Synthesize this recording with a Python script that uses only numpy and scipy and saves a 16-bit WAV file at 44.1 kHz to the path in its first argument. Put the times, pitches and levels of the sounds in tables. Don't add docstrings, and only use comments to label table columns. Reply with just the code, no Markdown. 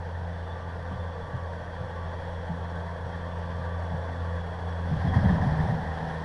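import sys
import numpy as np
from scipy import signal
from scipy.io import wavfile
from scipy.ndimage import uniform_filter1d

SR = 44100
rng = np.random.default_rng(int(sys.argv[2]) if len(sys.argv) > 2 else 0)


def how_loud(loudness_db):
    steps = np.asarray(loudness_db, float) / 20
    return 10 ** steps


def materialize(psi):
    bounded = np.clip(np.atleast_2d(psi).T, -1, 1)
    quanta = np.round(bounded * 32767).astype(np.int16)
    wavfile.write(sys.argv[1], SR, quanta)


N = 275184


def evened(x):
    return x / np.sqrt(np.mean(x ** 2) + 1e-20)


def read(points, hz):
    f, value = np.transpose(points)
    return np.interp(np.log(hz + 1), np.log(f + 1), value)


def curve(rows, column):
    rows = np.array(rows)
    return np.interp(np.arange(N) / SR, rows[:, 0], rows[:, column])


def add(mix, start_s, sound):
    part = mix[round(start_s * SR):][:len(sound)]
    part += sound[:len(part)]


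def drift(size):
    return evened(uniform_filter1d(uniform_filter1d(rng.standard_normal(N), size), size))


def noise(spectrum, patchy_db, flicker_db, size, peaks=()):
    frames, hz = 4 * N // size + 5, np.fft.rfftfreq(size, 1 / SR)
    real, imaginary, patches = rng.standard_normal((frames, len(hz), 3)).T
    patches = evened(uniform_filter1d(uniform_filter1d(patches, 9, 0), 7, 1))
    flicker = evened(uniform_filter1d(rng.standard_normal(frames), 3))
    colour_db = read(spectrum, hz)
    for peak_hz, width_hz, db in peaks:
        colour_db = colour_db + db / (1 + (2 * (hz - peak_hz) / width_hz) ** 2)
    level_db = colour_db[:, None] + patchy_db * patches + flicker_db * flicker
    spectra = (real + 1j * imaginary) * how_loud(level_db)
    return evened(signal.istft(spectra, nperseg=size, noverlap=3 * size // 4)[1][:N])


# frequency_hz, density_db (per Hz)
GROUND = [(10, -15), (30, 5.5), (45, 4), (65, -26), (100, 3), (135, 3.5), (185, -0.5), (215, -9),
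          (300, -15), (400, -61), (600, -68)]


def rolling():
    level_db = -45.5
    return how_loud(level_db) * noise(GROUND, patchy_db=.4, flicker_db=.3, size=2048)


# time_s, level_db
WHINE = [(.3, -67), (.5, -45.5), (.8, -57), (.92, -44), (1.05, -52), (1.15, -49), (1.4, -47), (1.55, -55),
         (1.75, -52), (2.02, -45), (2.3, -60), (2.58, -50), (2.8, -50), (3, -58), (3.28, -47), (3.4, -47.5),
         (3.52, -49), (3.7, -42.5), (3.8, -46), (3.98, -54), (4.2, -43.5), (4.4, -51), (4.52, -54),
         (4.75, -47.5), (5.2, -60), (5.4, -70)]
# time_s, pitch_hz
WHINE_PITCH = [(0, 1150), (.5, 1162), (.8, 1172), (1.1, 1152), (1.4, 1140), (1.7, 1128), (1.92, 1150),
               (2.2, 1126), (2.6, 1130), (3, 1135), (3.3, 1156), (3.45, 1140), (3.62, 1163), (3.9, 1141),
               (4.25, 1137), (4.5, 1113), (4.75, 1126), (5.15, 1104), (5.4, 1048)]
# time_s, level_db
WHINE_THIRD = [(.3, -72), (.52, -62), (.65, -79), (1.1, -68), (1.6, -71), (1.92, -68), (2.2, -65),
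               (2.5, -68), (3.2, -68), (3.35, -69), (3.62, -67), (4.15, -66), (4.5, -62.5), (5, -64),
               (5.2, -58), (5.4, -66)]
# time_s, pitch_hz, level_db
WHISTLES = [
    [(5.7, 1955, -62), (5.85, 1925, -50), (5.98, 1905, -62)],
    [(5.42, 4040, -66), (5.55, 4010, -69), (5.7, 3915, -67), (5.9, 3890, -73), (6.24, 3915, -68)],
    [(4.85, 3480, -66), (5.1, 3500, -68), (5.5, 3495, -65), (5.85, 3510, -65), (5.95, 3420, -66),
     (6.24, 3400, -64)],
    [(1.6, 3255, -70), (2.2, 3225, -65), (2.4, 3215, -71), (2.85, 3240, -66), (3.5, 3250, -69),
     (3.8, 3240, -75)],
    [(3.24, 940, -56), (3.32, 938, -44), (3.4, 936, -56)],
    [(3.72, 938, -56), (3.8, 936, -45), (3.88, 934, -56)],
]


def whines():
    whistles, t = np.zeros(N), np.arange(N) / SR

    def sounding(rows):
        return uniform_filter1d(1. * (t > rows[0][0]) * (t < rows[-1][0]), size=1000)

    for rows in WHISTLES:
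        phase = 2 * np.pi * np.cumsum(curve(rows, 1) + 7 * drift(size=400)) / SR
        level_db = curve(rows, 2) - 6 * abs(drift(size=700))
        whistles += sounding(rows) * how_loud(level_db) * np.sin(phase)
    phase = 2 * np.pi * np.cumsum(curve(WHINE_PITCH, 1) + 6 * drift(size=1200)) / SR
    level_db = curve(WHINE, 1) - 7 * abs(drift(size=900))
    gear = how_loud(level_db) * np.sin(phase + .5 * drift(size=500))
    third_db = curve(WHINE_THIRD, 1) + 3.5 * drift(size=900)
    gear += how_loud(third_db) * np.sin(3 * phase + .7 * drift(size=250))
    return np.sqrt(2) * (whistles + sounding(WHINE) * gear)


# time_s, rate_hz
SPEED = [(0, 85.5), (1, 85.4), (3, 85.3), (5.2, 85.4), (5.42, 78), (5.6, 78.3), (5.8, 79.5), (5.9, 80.3),
         (6.24, 79.8)]
# time_s, firing_tone_db, second_multiple_db
FIRING = [(0.06, -35, -51.5), (0.36, -34.5, -46), (0.62, -38, -50.5), (1.0, -34, -45.5), (1.3, -42, -50),
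          (1.46, -33, -45.5), (1.62, -41.5, -48), (2.05, -36, -47), (2.44, -37, -46.5),
          (2.76, -34.5, -41.5), (3.0, -37.5, -46), (3.42, -34, -42), (3.9, -33, -44), (4.1, -35.5, -47),
          (4.36, -30.5, -40.5), (4.54, -39.5, -45), (4.68, -32, -42), (5.1, -29, -38), (5.38, -49, -37),
          (5.5, -32, -31.5), (5.74, -43, -32), (5.83, -38, -43), (5.92, -31.5, -37.5), (6.0, -41.5, -36.5),
          (6.24, -38.5, -37.5)]
# multiple of the firing rate, level_db
OVERTONES = [(5.5, -58), (6, -55), (11, -57), (16.5, -66), (18, -63)]
# frequency_hz, density_db (per Hz)
ROAR_LOW = [(180, -51), (250, -5.5), (350, -12.5), (400, -4.5), (440, -2), (490, 3), (560, 0.5), (600, 1),
            (700, -0.5), (820, -3.5), (950, -0.5), (1080, -4.5), (1200, -46), (1400, -42)]
# frequency_hz, width_hz, gain_db
HOUSING = [(466.5, 9.5, 6), (551, 31, 1.5), (649, 15, 4.5), (729, 24, 1.5), (780, 12, 6), (858, 12.3, 9)]
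# frequency_hz, density_db (per Hz)
ROAR_HIGH = [(710, -5.5), (1200, 0), (1270, -15.5), (1540, 2), (1830, 2), (2100, -12), (2600, -19),
             (3340, -15), (3710, -18), (4510, -25), (5040, -26.5), (5480, -21), (6540, -32), (10400, -53.5),
             (11100, -62), (14500, -69), (22000, -120)]
# frequency_hz, width_hz, gain_db
PANELS = [(1318, 52, 15), (1600, 47, 0), (3280, 290, 5), (3700, 90, -3.5), (4520, 390, 7.5),
          (7980, 170, 12), (10490, 350, -1)]


def engine():
    t = np.arange(N) / SR
    phase = 2 * np.pi * np.cumsum(curve(SPEED, 1) + 0.11 * drift(size=1500)) / SR
    tones = how_loud(curve(FIRING, 1) + 1.2 * drift(size=1000)) * np.sin(phase)
    second_phase = 2 * phase + .15 + .15 * drift(size=4000)
    tones += how_loud(curve(FIRING, 2) + 1.1 * drift(size=1600)) * np.sin(second_phase)
    third_db = -65 + 1.5 * t
    tones += how_loud(third_db + 4 * drift(size=4000)) * np.sin(3 * phase)
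    for multiple, db in OVERTONES:
        tones += how_loud(db + 4 * drift(size=2000)) * np.sin(multiple * phase + .8 * drift(size=1200))

    body = noise(ROAR_LOW, patchy_db=1.3, flicker_db=0.4, size=4096, peaks=HOUSING)
    body = body * (1 + 0.12 * np.cos(phase))
    fan = noise(ROAR_HIGH, patchy_db=1.1, flicker_db=0.15, size=1024, peaks=PANELS)
    roar_db = -43 + 0.49 * t + .5 * drift(size=700)
    fan_db = -4.5 - 0.0339 * t
    return np.sqrt(2) * tones + how_loud(roar_db) * (body + how_loud(fan_db) * fan)


# start_s, peak_db, pitch_hz
BUMPS = [(.911, -27, 180), (.922, -29.5, 128), (.968, -31, 107), (1.332, -26, 125), (1.805, -27.5, 111.5),
         (2.494, -27, 168), (3.039, -36.5, 132), (3.58, -33, 132), (3.907, -31, 169.6),
         (3.936, -28.5, 155.4), (4.911, -18, 155.4), (4.956, -27, 151), (4.963, -23, 93), (5.033, -23, 132),
         (5.058, -23.5, 157.6), (5.066, -19.5, 88.7), (5.149, -18, 101.2), (5.162, -15.5, 147.3),
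         (5.214, -20, 126), (5.245, -20.5, 170.5), (5.253, -16.5, 94.7), (5.288, -20.5, 95),
         (5.289, -23, 186), (5.32, -20.5, 159.8), (5.325, -19, 94), (5.358, -24.5, 172),
         (5.399, -21.5, 102.3), (5.422, -21.5, 184.3), (5.451, -26, 97), (5.463, -16, 148),
         (5.517, -27, 159), (5.554, -22, 151.5), (5.582, -21.5, 77.7), (5.601, -27, 151), (5.631, -24, 96),
         (5.644, -26, 166), (5.685, -20.5, 112.4), (5.712, -25, 170), (5.745, -27, 154)]
BLADE = [(1, 1), (.74, .35), (1.3, .2)]


def bumps():
    out, t = np.zeros(N), np.arange(SR // 3) / SR
    t60_s, rise_s = 0.13, .005
    push = how_loud(-60 * t / t60_s) * (1 - np.exp(-t / rise_s)) ** 2
    phases = rng.random((len(BUMPS), 3)) * [0, 1, 1]
    for (start_s, peak_db, hz), phase in zip(BUMPS, phases):
        ring = np.zeros(len(t))
        for (factor, share), cycles in zip(BLADE, phase):
            ring += share * np.sin(2 * np.pi * (factor * hz * t + cycles))
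        bump = push * ring
        add(out, start_s, how_loud(peak_db) * bump / abs(bump).max())
    return out


# start_s, peak_db
CRACKS = [(5.072, -30), (5.138, -31), (5.256, -25), (5.292, -26.5), (5.42, -27), (5.597, -35), (5.622, -28),
          (5.705, -31)]
# pitch_hz, level_db, t60_s
PLATE = [(602, -4, 0.035), (768, 0, 0.035), (966, -3, 0.035), (1650, -5, .03), (1838, -3, 0.029)]


def cracks():
    out, t = np.zeros(N), np.arange(3000) / SR
    chance = rng.random((len(CRACKS), len(PLATE), 3))
    for (start_s, peak_db), draws in zip(CRACKS, chance):
        ring = np.zeros(len(t))
        for (hz, mode_db, t60_s), (weaker, shift, cycles) in zip(PLATE, draws):
            decay = how_loud(mode_db - 8 * weaker - 60 * t / t60_s)
            ring += decay * np.sin(2 * np.pi * (hz * (.93 + .14 * shift) * t + cycles))
        ring = ring * (1 - np.exp(-t / .003))
        add(out, start_s, how_loud(peak_db) * ring / abs(ring).max())
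    return out


def crunch():
    hits_per_s = 220
    size_db = 4.5 * np.minimum(rng.exponential(1, N), 3)
    hits = how_loud(size_db) * (rng.random(N) < hits_per_s / SR)
    mode, t = rng.integers(0, len(PLATE), N), np.arange(3000) / SR
    out = np.zeros(N)
    for k, (hz, db, t60_s) in enumerate(PLATE):
        ring = how_loud(db - 60 * t / t60_s) * (1 - np.exp(-t / 0.0023)) * np.sin(2 * np.pi * hz * t)
        out += signal.oaconvolve(hits * (mode == k), ring)[:N]
    return evened(out)


# time_s, rumble_db
DIG = [(4.8, -40), (4.93, -34), (5, -34), (5.075, -31), (5.12, -30), (5.16, -27.5), (5.32, -27),
       (5.385, -33), (5.43, -31), (5.52, -30), (5.555, -36), (5.59, -30), (5.62, -30), (5.71, -32),
       (5.77, -35), (5.93, -42.5), (5.99, -49), (6.03, -38.5), (6.24, -49)]
# frequency_hz, density_db (per Hz)
RUMBLE = [(12, -37), (20, -15), (54, -10), (86, -5.5), (156, -8.5), (193, -5), (228, -18.5), (258, -14.5),
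          (348, -28), (400, -24.5), (520, -37), (880, -120)]
# frequency_hz, width_hz, gain_db
FRAME = [(91, 8.4, 5.5), (246, 36, 3.5)]
# time_s, scrape_db
DRAG = [(4.8, -41), (4.98, -44), (5.01, -39), (5.06, -38.5), (5.08, -37), (5.115, -42), (5.145, -33.5),
        (5.21, -36.5), (5.23, -36), (5.26, -35.5), (5.3, -33.5), (5.395, -38), (5.42, -36), (5.5, -37.5),
        (5.57, -38), (5.62, -36.5), (5.71, -37.5), (5.76, -44.5), (5.83, -41), (5.9, -42.5), (6.24, -40.5)]
# frequency_hz, density_db (per Hz)
SCRAPE = [(160, -32), (280, -0.5), (353, -12), (387, -38), (542, -3), (594, -5.5), (772, 3), (1400, -14),
          (1770, -3), (2260, -24), (2850, -29.5), (3300, -19.5), (3700, -27), (4000, -28), (5510, -31),
          (6730, -43.5), (11000, -47.5), (14300, -79), (22000, -120)]
# frequency_hz, width_hz, gain_db
EDGE = [(7950, 120, 3), (10440, 600, 7)]


def dig():
    fade_in = np.clip((np.arange(N) / SR - DIG[0][0]) / 0.12, 0, 1)
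    rumble = noise(RUMBLE, patchy_db=0.5, flicker_db=0.5, size=8192, peaks=FRAME)
    rumble = evened(how_loud(1.2 * drift(size=600)) * rumble)

    scrape = noise(SCRAPE, patchy_db=1.2, flicker_db=.3, size=512, peaks=EDGE)
    highpass = signal.butter(4, 2400, "high", fs=SR, output="sos")
    treble = signal.sosfiltfilt(highpass, scrape)
    grinding = evened(scrape - treble + how_loud(-2.5) * crunch())
    drag_db = curve(DRAG, 1)
    treble_db = uniform_filter1d(drag_db, size=1800) + 1.0 * drift(size=500)
    steel = how_loud(drag_db) * grinding + how_loud(treble_db) * treble
    return fade_in * (how_loud(curve(DIG, 1)) * rumble + steel)


def scene():
    return (rolling() + whines() + engine() + bumps() + cracks() + dig())[None]


def top_cut(x):
    return signal.sosfilt(signal.butter(12, 15730, fs=SR, output="sos"), x)


def record(dry):
    edge_hz, hiss_db, offset = 11080, -90.5, -.0017
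    lowpass = signal.firwin(301, edge_hz, window=("kaiser", 7), fs=SR)
    limited = signal.oaconvolve(dry, lowpass[None], "same")
    hiss = how_loud(hiss_db) * rng.standard_normal(dry.shape)
    return top_cut(limited + hiss + offset)


dry = scene()
out = record(dry)
materialize(out)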